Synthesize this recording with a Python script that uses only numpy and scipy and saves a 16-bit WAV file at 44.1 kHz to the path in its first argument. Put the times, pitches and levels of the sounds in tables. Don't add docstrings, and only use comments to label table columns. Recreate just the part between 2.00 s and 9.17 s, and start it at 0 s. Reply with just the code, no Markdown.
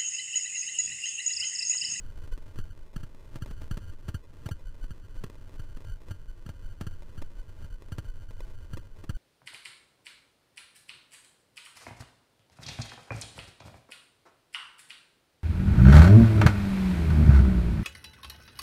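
import sys
import numpy as np
from scipy import signal
from scipy.fft import rfft, irfft, next_fast_len
from scipy.io import wavfile
from scipy.ndimage import map_coordinates

SR = 44100
rng = np.random.default_rng(int(sys.argv[2]) if len(sys.argv) > 2 else 0)


def transcribe(u):
    v = np.clip(np.atleast_2d(u).T, -1, 1)
    q = np.round(v * 32767).astype(np.int16)
    wavfile.write(sys.argv[1], SR, q)


N = 316270
TIME = np.arange(N) / SR

# start in seconds,
# relative thump level in dB, swell time in seconds, relative level of the frame's clack in dB.
BIKE_KNOCKS = [(0.5865, -30, 0.0088, -43.5), (0.9615, -28, 0.0041, -49.5), (1.031, -34, 0.0059, -51),
               (1.3561, -33, 0.0044, -45), (1.4196, -26, 0.0064, -56), (1.5083, -35, 0.0032, -50.5),
               (1.7098, -23.5, 0.0046, -41.5), (1.77, -29, .0043, -43.5), (2.082, -26.5, 0.0077, -42.5),
               (2.1421, -25, 0.0082, -47.5), (2.4578, -26.5, 0.0062, -43.5), (2.5107, -24.5, .008, -53),
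               (2.9059, -30.5, 0.0089, -55), (3.2396, -31, 0.00444, -48.5), (3.5939, -31.5, 0.0056, -46.5),
               (4.1076, -29, 0.0077, -43), (4.4622, -32, 0.0062, -62), (4.4902, -30.5, 0.0066, -47.5),
               (4.8096, -25.5, 0.0039, -39), (4.8663, -26, 0.0063, -46.5), (5.1757, -32.5, 0.012, -52.5),
               (5.2178, -40, 0.002, -44), (5.64, -35, 0.0075, -60), (5.9189, -28, 0.0081, -49.5),
               (5.982, -26.5, 0.0075, -42.5), (6.732, -27, 0.0067, -50), (6.7707, -34, 0.0019, -44.5),
               (7.0923, -21, 0.0051, -39)]
# frequency in Hz, relative level in dB.
CRUNCH_SPECTRUM = [(60, -3.5), (130, 0.5), (200, -3.5), (290, 0.5), (380, -2), (480, -2.5), (600, -3),
                   (740, -10), (1000, -39)]


def knocks(gain_db, thump_hz=76.7, hard_s=0.0051, stiffening=2.655, relax_s=0.0037):
    track, t = np.zeros(N), TIME[:SR // 10]
    for start, db, swell_s, _ in BIKE_KNOCKS:
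        hz = thump_hz * max(1, hard_s / swell_s) ** 0.32
        cycles = hz * (t + stiffening * relax_s * (1 - np.exp(-t / relax_s)))
        envelope = (t / swell_s * np.exp(1 - t / swell_s)) ** 1.64
        add(track, start, amp(db + gain_db) * envelope * np.sin(2 * np.pi * cycles))
    return track


def jolts(gain_db, swing_hz=24.1):
    # time of the
    # peak in seconds, relative level in dB.
    heaves = [(0.331, -26), (0.971, -36), (1.527, -32), (1.737, -26), (2.68, -29.5), (2.839, -28),
              (2.907, -32.5), (3.185, -30.5), (3.757, -37.5), (3.93, -27.5), (4.294, -29.5), (4.655, -32.5),
              (5.393, -31), (5.735, -31.5), (6.095, -27.5), (6.441, -29), (7.16, -28)]
    track = np.zeros(N)
    for peak_s, db in heaves:
        near = np.abs(TIME - peak_s) < 2 / swing_hz
        offset_squared = (np.pi * swing_hz * (TIME[near] - peak_s)) ** 2
        track[near] += amp(db + gain_db) * (1 - 2 * offset_squared) * np.exp(-offset_squared)
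    return track


def rumble(level_db, sway_db, drone_db, throb_db):
    # frequency in Hz, relative level in dB.
    sway_spectrum = [(2, -28), (7, 1), (14, 4.5), (25, -3.5), (40, -10), (55, -21.5), (90, -57), (200, -73)]
    drone_spectrum = [(25, -11), (50, -7.5), (64, -5.5), (80, -2.5), (100, -3.5), (125, -13.5),
                      (160, -19.5), (220, -24), (500, -87)]
    sway = amp(sway_db) * noise(sway_spectrum)
    drone = amp(drone_db) * unit(noise(drone_spectrum) * amp(throb_db * wobble(28)))
    return amp(level_db) * (sway + drone)


def frame_clacks(gain_db, ring_hz=309.7, lag_s=0.00042):
    # frequency in Hz, relative level in dB.
    grit_spectrum = [(60, -4), (140, 1.5), (220, 3.5), (320, -2), (450, -3), (600, -4.5), (740, -9.5),
                     (1000, -40)]
    shakes = [(start + lag_s, db + gain_db, ring_hz) for start, _, _, db in BIKE_KNOCKS]
    return clacks(shakes, grit_spectrum, ring_s=0.13, scrape_db=10.0, scrape_s=0.058, attack_s=0.00039)


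def crunch(level_db, rustle_db, grain_db, grains_per_s, clump_db):
    collapses = (rng.random(N) < grains_per_s / SR) * rng.standard_normal(N)
    rustle = amp(rustle_db) * noise(CRUNCH_SPECTRUM)
    grains = amp(grain_db) * coloured(collapses, CRUNCH_SPECTRUM)
    clumps = unit(amp(clump_db * wobble(45)))
    return amp(level_db) * clumps * (rustle + grains)


def rattles(crunch_db, gain_db):
    # start in seconds, relative level in dB, pitch in Hz.
    clear_taps = [(0.2763, -48, 433), (0.3236, -46, 472), (0.3769, -44.5, 274), (0.5589, -45.5, 283),
                  (1.1476, -49, 260), (1.4603, -45.5, 590), (1.4796, -50.5, 433), (1.6169, -44.5, 288),
                  (2.4889, -38.5, 652), (2.8396, -45, 232), (3.2382, -36.5, 206), (3.2989, -45, 445),
                  (3.7696, -43, 255), (3.8456, -51, 530), (4.0849, -48.5, 504), (5.0216, -48.5, 580),
                  (5.8216, -48.5, 396), (6.3083, -47, 242), (6.4043, -43, 536), (7.0389, -42.5, 313)]
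    taps = [(start, db + gain_db, hz) for start, db, hz in clear_taps + chatter(crunch_db)]
    return clacks(taps, CRUNCH_SPECTRUM, ring_s=0.022, scrape_db=-1.5, scrape_s=0.053, attack_s=0.000075)


def chatter(crunch_db, count=14, boost_db=6, low_hz=250, high_hz=597):
    when, pitch = rng.random((count, 2)).T
    starts = (np.arange(count) + when) / count * TIME[-1]
    db = np.interp(starts, TIME, crunch_db) + boost_db + rng.standard_normal(count)
    return list(zip(starts, db, low_hz + pitch * (high_hz - low_hz)))


def clacks(contacts, spectrum, ring_s, scrape_db, scrape_s, attack_s):
    track, t = np.zeros(N), TIME[:SR // 10]
    grit = noise(spectrum)
    rise = 1 - np.exp(-t / attack_s)
    for start, db, hz in contacts:
        ring = rise * amp(-60 * t / ring_s) * np.sin(2 * np.pi * hz * t)
        scrape = rise * amp(-60 * t / scrape_s) * np.roll(grit, -round(start * SR))[:len(t)]
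        add(track, start, amp(db) * unit(unit(ring) + amp(scrape_db) * unit(scrape)))
    return track


def trail_levels():
    # time in seconds, base rumble level in dB, base crunch level in dB.
    roughness = [(0.0, -41.5, -60.5), (0.38, -47, -61), (0.8, -48.5, -62.5), (1.2, -50, -60),
                 (1.6, -44, -60), (1.98, -48, -61), (2.28, -51.5, -63), (2.75, -46.5, -62.5),
                 (3.05, -44.5, -62), (3.35, -49.5, -60), (3.85, -47.5, -60.5), (4.3, -51, -63.5),
                 (4.75, -49, -63.5), (5.35, -45.5, -60.5), (5.65, -50, -60.5), (6.28, -47, -63.5),
                 (6.48, -47, -60.5), (7.17, -47.5, -64.5)]
    times, rumble_db, crunch_db = np.transpose(roughness)
    rumble_db = np.interp(TIME, times, rumble_db) + 3.0 * surge(delay_s=0.018) + 1.5 * wobble(10)
    crunch_db = np.interp(TIME, times, crunch_db) + 1.5 * surge(delay_s=-0.076)
    return rumble_db, crunch_db


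def surge(delay_s, half_length_s=0.04):
    peaks = np.array([row[0] for row in BIKE_KNOCKS]) + delay_s
    midpoints = (peaks[1:] + peaks[:-1]) / 2
    nearest = peaks[np.searchsorted(midpoints, TIME)]
    push = np.exp(-((TIME - nearest) / half_length_s) ** 2)
    return push - push.mean()


def amp(db):
    return 10 ** (np.asarray(db) / 20)


def unit(x):
    return x / np.sqrt(np.mean(x ** 2) + 1e-20)


def filtered(x, response):
    size = next_fast_len(len(x) + SR // 2)
    return irfft(rfft(x, size) * response(np.fft.rfftfreq(size, 1 / SR)), size)[:len(x)]


def coloured(x, spectrum):
    hz, db = np.transpose(spectrum)
    return unit(filtered(x, lambda f: amp(np.interp(np.log(f + 1), np.log(hz + 1), db))))


def noise(spectrum):
    return coloured(rng.standard_normal(N), spectrum)


def wobble(rate):
    return map_coordinates(rng.standard_normal(int(N * rate / SR) + 4), [TIME * rate])


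def add(track, start, sound):
    part = track[max(round(start * SR), 0):][:len(sound)]
    part += sound[:len(part)]


def scene():
    rumble_db, crunch_db = trail_levels()
    bumps = knocks(gain_db=0.5) + jolts(gain_db=2.5)
    rolling = rumble(rumble_db, sway_db=7.5, drone_db=-1.5, throb_db=3.0)
    snow = crunch(crunch_db, rustle_db=1.3, grain_db=-5.5, grains_per_s=90, clump_db=1.85)
    frame = frame_clacks(gain_db=-8.5)
    loose_parts = rattles(crunch_db, gain_db=-12.0)
    return (bumps + rolling + snow + frame + loose_parts)[None]


def record(dry):
    bass_hz, hold_hz, soften_hz, top_hz = 715, 1500, 15300, 16500
    bass = filtered(dry[0], lambda hz: 1 / np.sqrt(1 + (hz / bass_hz) ** 70))
    fine_time = np.arange(5 * N) / (5 * SR)
    step_middles = (np.floor(fine_time * hold_hz) + 0.5) / hold_hz
    steps = np.interp(step_middles, TIME, bass)
    held = signal.resample_poly(steps, 1, 5)
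    return filtered(held, lambda hz: amp(np.interp(hz, [soften_hz, 15800], [0, -9])) * (hz < top_hz))[None]


dry = scene()
out = record(dry)
transcribe(out)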